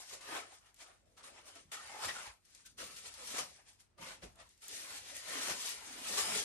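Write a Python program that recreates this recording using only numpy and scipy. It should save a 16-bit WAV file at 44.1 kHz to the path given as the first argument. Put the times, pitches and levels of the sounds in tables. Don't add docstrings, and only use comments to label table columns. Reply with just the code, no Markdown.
import sys
import numpy as np
from scipy import signal
from scipy.fft import rfft, irfft, next_fast_len
from scipy.io import wavfile
from scipy.ndimage import uniform_filter1d, map_coordinates

SR = 44100
rng = np.random.default_rng(int(sys.argv[2]) if len(sys.argv) > 2 else 0)


def unload_audio(sound):
    columns = np.transpose(np.atleast_2d(sound))
    steps = np.round(np.clip(columns, -1, 1) * 32767)
    wavfile.write(sys.argv[1], SR, steps.astype(np.int16))


def to_linear_factor(level_db):
    exponent = np.asarray(level_db, float) / 20
    return 10 ** exponent


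N = 284114

# full_force_s, film_db, rise_s (per 20 dB), hold_s, foam_over_film_db
FIRST_BLOCK_STROKES = [(0.0, -50.5, .05, 0.0027, -0.5), (0.138, -54.5, 0.16, 0.0062, -0.5),
                       (0.366, -49.5, 0.2155, 0.0082, 9.5), (0.464, -71.5, 6, 0.022, -2),
                       (0.519, -63.5, 0.17, 0.025, -0.5), (0.61, -79, 0, 0.049, 8),
                       (0.66, -73, -0.54, .02, 4), (0.814, -58, .05, 0.0096, 2),
                       (0.862, -75, -0.1, 0.05, 13.5), (0.95, -79, 0.2, 0.027, -3), (1.057, -85, 0, .1, -3),
                       (1.175, -68.5, 0, 0.037, 8), (1.239, -61.5, -0.07, 0.046, 3.5),
                       (1.336, -73, 0.2, 0.025, 8), (1.378, -65.5, 0.09, 0.015, 9),
                       (1.481, -60, 0.07, 0.0036, 6), (1.581, -65, 0.24, 0.012, 2.5),
                       (1.718, -50, -0.0831, 0.028, 2), (1.833, -59, 0.18, 0.28, 5.5),
                       (2.048, -44.5, 0.08, 0.0054, 4), (2.176, -55.5, 0.28, 0.04, 4),
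                       (2.264, -58, 0.48, 0.012, 5.5)]
# full_force_s, film_db, rise_s (per 20 dB), hold_s, foam_over_film_db
SECOND_BLOCK_STROKES = [(2.462, -73.5, 0.058, .05, -10), (2.561, -67.5, 0.18, 0.043, -4.5),
                        (2.658, -60.5, 0.015, 0.0031, -33), (2.787, -53.5, 0.02, 0.0093, 2.5),
                        (2.809, -51, 0.04, 0.0059, 5.5), (2.86, -59.5, .08, 0.067, 2.5),
                        (2.972, -56, 0.099, 0.017, -1), (3.069, -53, .12, 0.0052, -1),
                        (3.183, -61.5, 0.16, 0.054, 3), (3.292, -51, 0.24, 0.032, -8),
                        (3.391, -42.5, 0.14, 0.0029, 1.5), (3.5, -66, 0.07, 0.06, -10),
                        (3.594, -72, 0.097, 0.0083, 5.5), (3.688, -64, 0.06, 0.0046, -4.5),
                        (3.802, -70, 0.033, 0.0038, -5), (3.985, -74, 0.0051, .01, 9),
                        (4.026, -58.5, 0.053, .1, 8), (4.238, -58.5, 0.033, 0.0033, 1),
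                        (4.408, -67, 0.089, 0.0046, 5.5), (4.456, -75, .03, 0.016, 4),
                        (4.503, -71, .02, .005, -21), (4.562, -79, 0.045, 0.053, -7)]
# full_force_s, film_db, rise_s (per 20 dB), hold_s, foam_over_film_db
PEELING_STROKES = [(4.631, -58.5, 0.034, 0.041, -2.5), (4.702, -52.5, 0.048, 0.03, -7),
                   (4.74, -52, 0.12, 0.037, -3.5), (4.81, -55, 0.18, 0.034, 0),
                   (4.921, -52, 0.29, 0.062, 0.5), (5.1, -53.5, 0.21, 0.0045, 0.5),
                   (5.164, -53, 0.12, 0.026, -7), (5.326, -47.5, 0.19, 0.11, 3.5),
                   (5.507, -43.5, 0.22, 0.017, 3), (5.58, -51.5, 0.29, 0.08, -6),
                   (5.67, -47, 0.24, 0.052, -2), (5.78, -57, 0.55, 0.13, 2.5),
                   (6.0, -52.5, 0.31, 0.057, 0.5), (6.083, -44, 0.05, 0.069, -3.5),
                   (6.18, -39, 0.03, 0.023, -3), (6.255, -44.5, 0.34, 0.1, 1.5),
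                   (6.394, -40.5, 0.27, 0.0027, -5.5)]
# full_force_s, level_db, rise_s (per 20 dB), hold_s
GRIPS = [(0.13, -57.5, -0.2, 0.0089), (0.314, -50.5, 0.14, 0.083), (1.333, -64.5, 0.57, 0.057),
         (1.6, -62, 0.4, .005), (1.792, -60.5, -8, 0.0045), (2.06, -54, -0.6, 0.033),
         (2.807, -49.5, -0.05, .005), (3.087, -68.5, -0.04, .005), (3.24, -65, 0.18, .08),
         (3.341, -46.5, -0.08, .005), (3.382, -41, -0.024, 0.0031), (3.996, -58, 0.04, .005),
         (4.123, -55.5, 0.09, 0.0063), (4.23, -52.5, -0.22, 0.0044), (4.716, -64, .05, 0.093),
         (5.097, -63, 0.18, 0.084), (5.34, -48.5, 0.17, 0.082), (5.51, -50, 0.19, .005),
         (5.654, -50.5, 0.13, .005), (6.197, -50.5, 0.5, 0.017), (6.377, -47.5, 0.6, .005)]
# time_s, pitch_hz
FOAM_PITCH = [(0.0, 1343), (.45, 1197), (.54, 822), (.64, 1400), (1.001, 1115), (1.87, 1465), (1.939, 856),
              (2.1, 1474), (2.33, 1194), (2.799, 1790), (3.0, 1920), (3.201, 1010), (3.29, 1400),
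              (3.359, 960), (4.0, 1200), (4.12, 1790), (4.232, 930), (4.7, 1890), (5.35, 1640),
              (6.44, 1327)]
# frequency_hz, level_db (per Hz)
FILM_SPECTRUM = [(1500, -18), (1810, -9), (3140, -6.5), (4220, -5.5), (5550, -5.5), (6440, -5), (8730, -8),
                 (8800, -4.5)]
# frequency_hz, level_db
FILM_TOP = [(8600, 0), (9200, 1), (10200, 0), (11900, -11), (12600, -18), (13300, -24), (14000, -50),
            (16000, -70)]
# frequency_hz, level_db (per Hz)
HOLLOW_SPECTRUM = [(120, -13.5), (200, -4.5), (300, -2), (420, -0.5), (560, 2.5), (750, -0.5), (1200, -64)]
# start_s, peak_db, t60_s
TICKS = [(0.0958, -33.5, 0.16), (.209, -36, 0.38), (0.7435, -48, 0.097), (0.761, -47, 0.21),
         (1.23, -40, 0.35), (1.4553, -56.5, .1), (1.7144, -53, .041), (2.4507, -48, .1),
         (2.5498, -35.5, 0.045), (2.6632, -37, 0.099), (2.7816, -46, 0.048), (2.841, -30, 0.11),
         (2.964, -32.5, 0.1), (3.14, -31, 0.075), (3.273, -26.5, .095), (3.682, -53.5, .065),
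         (3.8023, -47, 0.088), (4.358, -48, 0.037), (4.49, -48.5, 0.089), (4.5775, -52, 0.05),
         (4.6214, -45.5, 0.068), (4.655, -59, 0.042), (4.6806, -42, .08), (4.685, -32.5, 0.09),
         (5.166, -32, 0.044), (5.6924, -46, 0.07)]
# start_s, peak_db, knock_over_snap_db, knock_hz
KNOCKS = [(0.249, -46, -9, 1840), (.5177, -47, -7, 785), (0.7895, -45, -11, 1750),
          (1.1682, -48.5, -6.5, 1310), (1.5537, -37.5, -8.5, 680), (2.0343, -32, -7, 1376),
          (2.0829, -26.5, -2, 1930), (2.2641, -37.5, -3, 834), (3.3875, -22.5, -13.5, 1230),
          (3.6598, -68, 6, 1710), (3.9784, -51, 1, 1204), (4.0113, -38.5, -17, 1160),
          (4.0641, -36, -5, 525), (4.2198, -49, 6.5, 560), (4.385, -54, 4, 613), (4.4, -41, -8, 1910),
          (5.2811, -30.5, -12, 1790), (5.4968, -24, -11.5, 530), (6.0532, -34.5, -4.5, 1295),
          (6.1769, -23.5, -5, 1160), (6.3344, -30, -20, 636)]
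# start_s, peak_db
FLICKS = [(0.7437, -53), (2.6614, -48), (2.7816, -56), (4.357, -56), (4.4907, -49), (4.5775, -59),
          (4.6204, -50), (4.6563, -50.5), (4.6818, -33.5), (5.1664, -35), (5.692, -31)]
# start_s, length_s, level_db
SHEEN = [(0.092, 0.065, -82.5), (0.201, 0.044, -84), (2.638, 0.038, -89), (2.773, 0.032, -92),
         (2.826, 0.054, -77), (3.315, 0.054, -78), (4.666, 0.07, -87), (5.06, 0.057, -87.5),
         (5.268, 0.26, -76), (5.676, 0.042, -74), (5.876, 0.05, -81), (6.081, 0.33, -73)]
# full_force_s, level_db, rise_s (per 20 dB), hold_s, pitch_hz
SQUEAKS = [(0.108, -65.5, -0.18, 0.042, 1200), (0.256, -59.5, 0.1, 0.042, 1150),
           (0.326, -52, -0.54, 0.037, 1240), (0.521, -66, -0.7, 0.016, 830),
           (1.73, -57.5, 0.03, 0.086, 1310), (1.889, -60.5, -0.2, 0.041, 808),
           (1.96, -55.5, 0.1, 0.043, 838), (2.02, -48.5, .02, .025, 1426), (2.089, -47.5, .03, 0.02, 1880),
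           (2.155, -49.5, 0, 0.053, 1415), (2.24, -72, 0.3, 0.011, 1400), (2.65, -69, .01, 0.027, 1580),
           (2.695, -77, -0.2, 0.016, 1400), (3.214, -70, -0.44, 0.046, 1180),
           (4.394, -69.5, 0.12, 0.023, 628), (4.726, -65.5, -0.02, 0.26, 2030),
           (5.088, -60.5, -0.01, .12, 1950), (5.3, -50.5, 0, 0.18, 1900), (5.489, -56, 0.7, 0.019, 628),
           (6.172, -49.5, -0.08, .03, 1150)]
# start_s, peak_db, upper_mode_over_it_db
THUMPS = [(0.332, -74.5, -8), (1.653, -74, 7), (2.051, -67, 14), (2.273, -63, 3.5), (2.816, -66, 4),
          (3.998, -69, 0), (4.233, -55, -1), (4.388, -72, 9), (5.499, -77.5, 22), (6.119, -72, 7),
          (6.199, -68, 8), (6.3, -70, 10)]
# full_force_s, level_db, rise_s (per 20 dB), hold_s
PRESSES = [
    (1.65, -69, -0.63, .005),
    (2.063, -58, -1, 0.019),
    (2.845, -68, -0.65, .005),
    (2.887, -72.5, 0.7, 0.053),
    (3.402, -60.5, -0.3, 0.017),
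    (3.994, -57, -0.14, 0.038),
    (4.231, -54, 0, 0.0058),
]
# frequency_hz, level_db (per Hz)
AIR_SPECTRUM = [(22, -56), (38, 2), (52, 0), (72, -3.5), (100, -2), (128, -12), (190, -12), (300, -14.5),
                (600, -21), (2000, -27), (10000, -42), (13000, -73), (15500, -54)]
# frequency_hz, likeness (0 to 1)
AIR_LIKENESS = [(60, 0), (300, 0), (1000, 0.023), (9000, 0.34)]
# frequency_hz, t60_s
WALLS = [(100, 0.12), (1000, 0.69), (8000, 0.23)]
# centre_hz, width_hz, level_db
ROOM_PEAKS = [(272, 22, 2), (415, 17, 3), (527, 26, 1.5), (947, 6.7, -2), (1175, 16, 1.5), (1310, 18, 3),
              (1413, 21, 1.5), (1590, 16, 0), (1820, 35, 2.5), (1998, 16, 1.5), (2320, 41, 2.5)]
# frequency_hz, left_minus_right_db
LEAN = [(100, 0.5), (500, -0.2), (1300, 1.5), (2300, 0.5), (3600, 1.5), (5600, 6), (7000, 2.5), (8000, 1.5)]

FILM_FADES, FOAM_FADES, BODY_FADES = 229, 220, 227
SQUEAK_FADES, SHEET_FADES, SHEEN_FADES = 610, 205, 1500
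RISE_BENDS = 0.75
BODY_DB, BODY_WITH_FOAM = -10.5, 0.4
IDLE_DB = -95.5
TICK_KNOCK_DB, TICK_KNOCK_HZ, KNOCK_T60_S = -27.5, 1400, 0.11
FLICK_T60_S, FLICK_DB = 0.015, 4
LONG_S = 0.0505
MATTRESS_HZ, MATTRESS_T60_S = 54.4, 0.18
AIR_DB = -72.5
SPLIT_HZ, IN_STEP_HZ, TURN_HZ = 8800, 11900, 3600


def unit(x):
    return x / np.sqrt(np.mean(x ** 2) + 1e-20)


def along(points, hz):
    f, v = np.transpose(points)
    return np.interp(np.log(hz + 1), np.log(f + 1), v)


def wobble(rate):
    knots = rng.standard_normal(int(N * rate / SR) + 4)
    return map_coordinates(knots, [np.arange(N) * rate / SR])


def filtered(x, response):
    m = next_fast_len(N + SR // 2)
    return irfft(rfft(x, m) * response(np.fft.rfftfreq(m, 1 / SR)), m)[..., :N]


def between(hz, lo_hz, hi_hz):
    return 1 / np.sqrt((1 + (lo_hz / (hz + 1)) ** 6) * (1 + (hz / hi_hz) ** 6))


def swells(s, db, rise_s, hold_s, fades):
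    t = np.arange(0, N + 64, 64)[:, None] / SR
    early = np.maximum(s - t, 0) / np.maximum(rise_s, 0.003)
    late_s = np.maximum(t - s - np.abs(hold_s), 0)
    level_db = db - 20 * early * (1 + RISE_BENDS * early ** 2) - fades * late_s
    gain = np.sqrt(np.sum(to_linear_factor(2 * level_db), axis=1))
    return np.interp(np.arange(N) / SR, t[:, 0], gain)


def crackle(rate, spread_db, clump_db):
    size = to_linear_factor(spread_db * np.minimum(rng.exponential(size=N), 4) + clump_db * wobble(70))
    return unit((rng.random(N) < rate / SR) * size * rng.choice([-1, 1], N))


def rings(pitch_hz, scatter, cycles, spread_db, overtone, overtone_db, count):
    start = rng.integers(0, N, count)
    draw = rng.standard_normal((count, 2))
    hz = pitch_hz[start] * np.exp(scatter * draw[:, 0])
    turns = hz[:, None] * np.arange(600) / SR
    tone = np.sin(2 * np.pi * turns) + to_linear_factor(overtone_db) * np.sin(2 * np.pi * overtone * turns)
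    ring = to_linear_factor(spread_db * draw[:, 1:] - 60 * turns / cycles) * tone
    places = start[:, None] + np.arange(600)
    return unit(np.bincount(places.ravel(), ring.ravel())[:N])


def heard(x, direct_db, lag, size):
    hz, t, z = signal.stft(x, SR, nperseg=size)
    keep = to_linear_factor(-120 * (t[1] - t[0]) / along(WALLS, hz))
    energy = np.array([signal.lfilter([1 - k], [1, -k], row) for k, row in zip(keep, np.abs(z) ** 2)])
    hiss = signal.stft(rng.standard_normal((2, N)), SR, nperseg=size)[2]
    walls = unit(signal.istft(hiss * np.sqrt(energy), SR, nperseg=size)[1][:, :N])
    port_lag = lag * np.array([[0], [1]])
    direct = filtered(unit(x), lambda f: np.exp(-2j * np.pi * f * port_lag))
    return walls + to_linear_factor(direct_db) * direct


def shifting(x, fine_db, broad_db):
    def field(shape, high, long):
        noise = uniform_filter1d(rng.standard_normal(shape), size=high, axis=-2)
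        return unit(uniform_filter1d(noise, size=long, axis=-1))

    z = signal.stft(x, nperseg=1024)[2]
    gain = to_linear_factor(fine_db * field(z.shape, 2, 8) + broad_db * field(z.shape[1:], 24, 6))
    return signal.istft(z * unit(gain), nperseg=1024)[1][:, :N]


def film_colour(hz):
    return to_linear_factor(along(FILM_SPECTRUM, np.minimum(hz, SPLIT_HZ)) + along(FILM_TOP, hz))


def film_crackle():
    clicks = heard(crackle(rate=5000, spread_db=2.3, clump_db=1.8), direct_db=-3.5, lag=0.0001, size=128)
    moving = shifting(clicks, fine_db=2, broad_db=1)
    return unit(filtered(moving, lambda f: film_colour(f) * between(f, 1400, 15000)))


def foam_rub():
    pitch_hz = np.interp(np.arange(N) / SR, *np.transpose(FOAM_PITCH))
    foam = rings(pitch_hz, scatter=0.325, cycles=32, spread_db=1.5, overtone=2.1, overtone_db=-0.5, count=4500)
    moving = shifting(heard(foam, direct_db=-5, lag=0.0001, size=512), fine_db=3.5, broad_db=1)
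    return unit(filtered(moving, lambda f: between(f, 360, 9900)))


def hollow_body():
    slips = heard(crackle(rate=1800, spread_db=3, clump_db=1), direct_db=-2, lag=0.00041, size=512)
    moving = shifting(slips, fine_db=5.5, broad_db=1.5)
    return unit(filtered(moving, lambda f: to_linear_factor(along(HOLLOW_SPECTRUM, f))))


def hands():
    strokes = FIRST_BLOCK_STROKES + SECOND_BLOCK_STROKES + PEELING_STROKES
    s, db, rise_s, hold_s, foam_db = np.transpose(strokes)
    film_level = swells(s, db + 4.5, rise_s, hold_s, FILM_FADES) + to_linear_factor(IDLE_DB)
    foam_level = swells(s, db + foam_db - 2.03, rise_s, hold_s, FOAM_FADES)
    body_db = db + BODY_DB + BODY_WITH_FOAM * foam_db
    stroke_level = swells(s, body_db, rise_s, hold_s, BODY_FADES)
    grip_level = swells(*np.transpose(GRIPS), BODY_FADES)
    body_level = to_linear_factor(-3) * np.hypot(stroke_level, grip_level)
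    return film_level * film_crackle() + foam_level * foam_rub() + body_level * hollow_body()


def snaps():
    bright, dull = np.zeros((2, 2, N + SR))
    t = np.arange(SR // 4) / SR
    ticks = [(s, db, TICK_KNOCK_DB, TICK_KNOCK_HZ, t60) for s, db, t60 in TICKS]
    knocks = [(*row, KNOCK_T60_S) for row in KNOCKS]
    for s, db, knock_db, hz, t60 in ticks + knocks:
        here = slice(round(s * SR), round(s * SR) + len(t))
        fade = to_linear_factor(-60 * t / t60)
        noise = rng.standard_normal((2, 2, len(t)))
        click = 1.66 * to_linear_factor(-60 * t / 0.0041) * noise[0, 0]
        rattle = fade * (1 - np.exp(-t / 0.0012)) * noise[0]
        unsteady = np.cumsum(noise[1], axis=1) * 0.026
        knock = np.sin(2 * np.pi * hz * t + unsteady) + 2.5 * noise[1]
        bright[:, here] += to_linear_factor(db - 8) * (rattle + click)
        dull[:, here] += to_linear_factor(db + knock_db - 4) * fade * (1 - np.exp(-t / 0.01)) * knock
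    film = filtered(bright[:, :N], lambda f: film_colour(f) * between(f, 1900, 20000))
    return film + filtered(dull[:, :N], lambda f: between(f, 510, 4240))


def flicks():
    out, t = np.zeros((2, N + SR)), np.arange(SR // 10) / SR
    for s, db in FLICKS:
        burst = rng.standard_normal((3, len(t)))
        fade = to_linear_factor(db + FLICK_DB - 60 * t / FLICK_T60_S)
        out[:, round(s * SR):][:, :len(t)] += fade * (burst[0] + 0.75 * burst[1:])
    return filtered(out[:, :N], lambda f: between(f, 7000, 10800) ** 2)


def sheen():
    s, length, db = np.transpose(SHEEN)
    out = 0
    for rows, lo_hz, hi_hz in ((length > LONG_S, 14600, 15250), (length <= LONG_S, 14000, 15800)):
        fizz = unit(filtered(rng.standard_normal(N), lambda f: (f > lo_hz) * (f < hi_hz)))
        out = out + swells(s[rows], db[rows] + 3, 0.01, length[rows], SHEEN_FADES) * fizz
    return out


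def squeak():
    s, db, rise_s, hold_s, hz = np.transpose(SQUEAKS)
    ends_s = np.ravel([s, s + np.abs(hold_s)], "F")
    pitch_hz = np.interp(np.arange(N) / SR, ends_s, np.repeat(hz, 2))
    slips = rings(pitch_hz, scatter=0.035, cycles=50, spread_db=3, overtone=2, overtone_db=-12, count=3000)
    heard_slips = unit(heard(slips, direct_db=5, lag=0.0001, size=512))
    return to_linear_factor(1) * swells(s, db, rise_s, hold_s, SQUEAK_FADES) * heard_slips


def thumps():
    out, t = np.zeros(N + SR), np.arange(SR // 2) / SR
    turn = 2 * np.pi * MATTRESS_HZ * t
    deep = to_linear_factor(-60 * t / MATTRESS_T60_S) * (1 - np.exp(-t / 0.013)) * np.sin(turn)
    upper = to_linear_factor(-100 * t / MATTRESS_T60_S) * (1 - np.exp(-t / 0.015)) * np.sin(1.59 * turn)
    for s, db, upper_db in THUMPS:
        out[round(s * SR):][:len(t)] += to_linear_factor(db + 10.5) * (deep + to_linear_factor(upper_db) * upper)
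    return out[:N]


def bedding():
    level = swells(*np.transpose(PRESSES), SHEET_FADES)
    rumble = unit(filtered(rng.standard_normal(N), lambda f: between(f, 95, 270)))
    return filtered(to_linear_factor(-2) * level * rumble, lambda f: between(f, 105, 310))


def air():
    def spread(hz):
        angle = np.arccos(np.clip(along(AIR_LIKENESS, hz), -1, 1)) / 2
        return to_linear_factor(along(AIR_SPECTRUM, hz)) * [np.cos(angle), np.sin(angle)]

    mid, side = filtered(rng.standard_normal((2, N)), spread)
    return to_linear_factor(AIR_DB + 2.7 * wobble(3.02)) * unit(np.array([mid + side, mid - side]))


def standing(x):
    def peaks(f):
        return to_linear_factor(sum(db * np.exp(-((f - hz) / width) ** 2) for hz, width, db in ROOM_PEAKS))

    return filtered(x, peaks)


def scene():
    film = standing(hands() + snaps()) + flicks() + sheen()
    return film + squeak() + thumps() + bedding() + air()


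def starved(pair, under_db, slope, chance_db, quiet_db, jump_db):
    hz, t, z = signal.stft(np.array([pair[0] + pair[1], pair[0] - pair[1]]) / 2, SR, nperseg=2048)
    width = 24
    bins = 1024 // width * width
    power = np.abs(z[:, :bins]) ** 2
    band_db = 10 * np.log10(power.reshape(2, -1, width, len(t)).mean(axis=2) + 1e-20)
    main = (hz[:bins] > 8000) & (hz[:bins] < 11000)
    main_db = 10 * np.log10(power[:, main].mean(axis=(0, 1)) + 1e-20)
    over_db = main_db - np.median(main_db)
    hiss_band = hz[:bins:width, None] < 13500
    attack = np.diff(main_db, prepend=0) > jump_db
    limit_db = main_db - under_db - slope * over_db
    limit_db = limit_db - 19 * (over_db < quiet_db) * hiss_band - 12 * ~hiss_band - 9 * attack
    smooth_db = uniform_filter1d(band_db - main_db, size=3, axis=2) + main_db
    kept = smooth_db + chance_db * rng.standard_normal(band_db.shape) > limit_db
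    z[:, :bins] *= np.repeat(kept, width, axis=1) | (hz[:bins, None] < 9600)
    mid, side = signal.istft(z, SR, nperseg=2048)[1][:, :N]
    return np.array([mid + side, mid - side])


def low_pass(x):
    return signal.sosfilt(signal.butter(12, 15910, fs=SR, output="sos"), x)


def record(dry):
    sign = np.array([[1], [-1]])
    side = filtered((dry[0] - dry[1]) / 2, lambda f: np.clip(f / 500, 0.6, 1))
    ports = dry.mean(axis=0) + sign * side

    def share(f):
        return np.clip((f - SPLIT_HZ) / 500 + 0.5, 0, 0.92) * np.pi / 2

    def low_band(f):
        return np.cos(share(f)) * to_linear_factor(sign * along(LEAN, f) / 2) * between(f, 42, 15000)

    def top_band(f):
        return np.sin(share(f)) * np.exp(-1j * np.pi * (sign * (f - IN_STEP_HZ) / TURN_HZ + 0.36))

    mix = filtered(ports, low_band) + filtered(ports[0], top_band)
    thinned = starved(mix, under_db=8.6, slope=0.43, chance_db=1.4, quiet_db=-12, jump_db=6)
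    return low_pass(thinned)


dry = scene()
out = record(dry)
unload_audio(out)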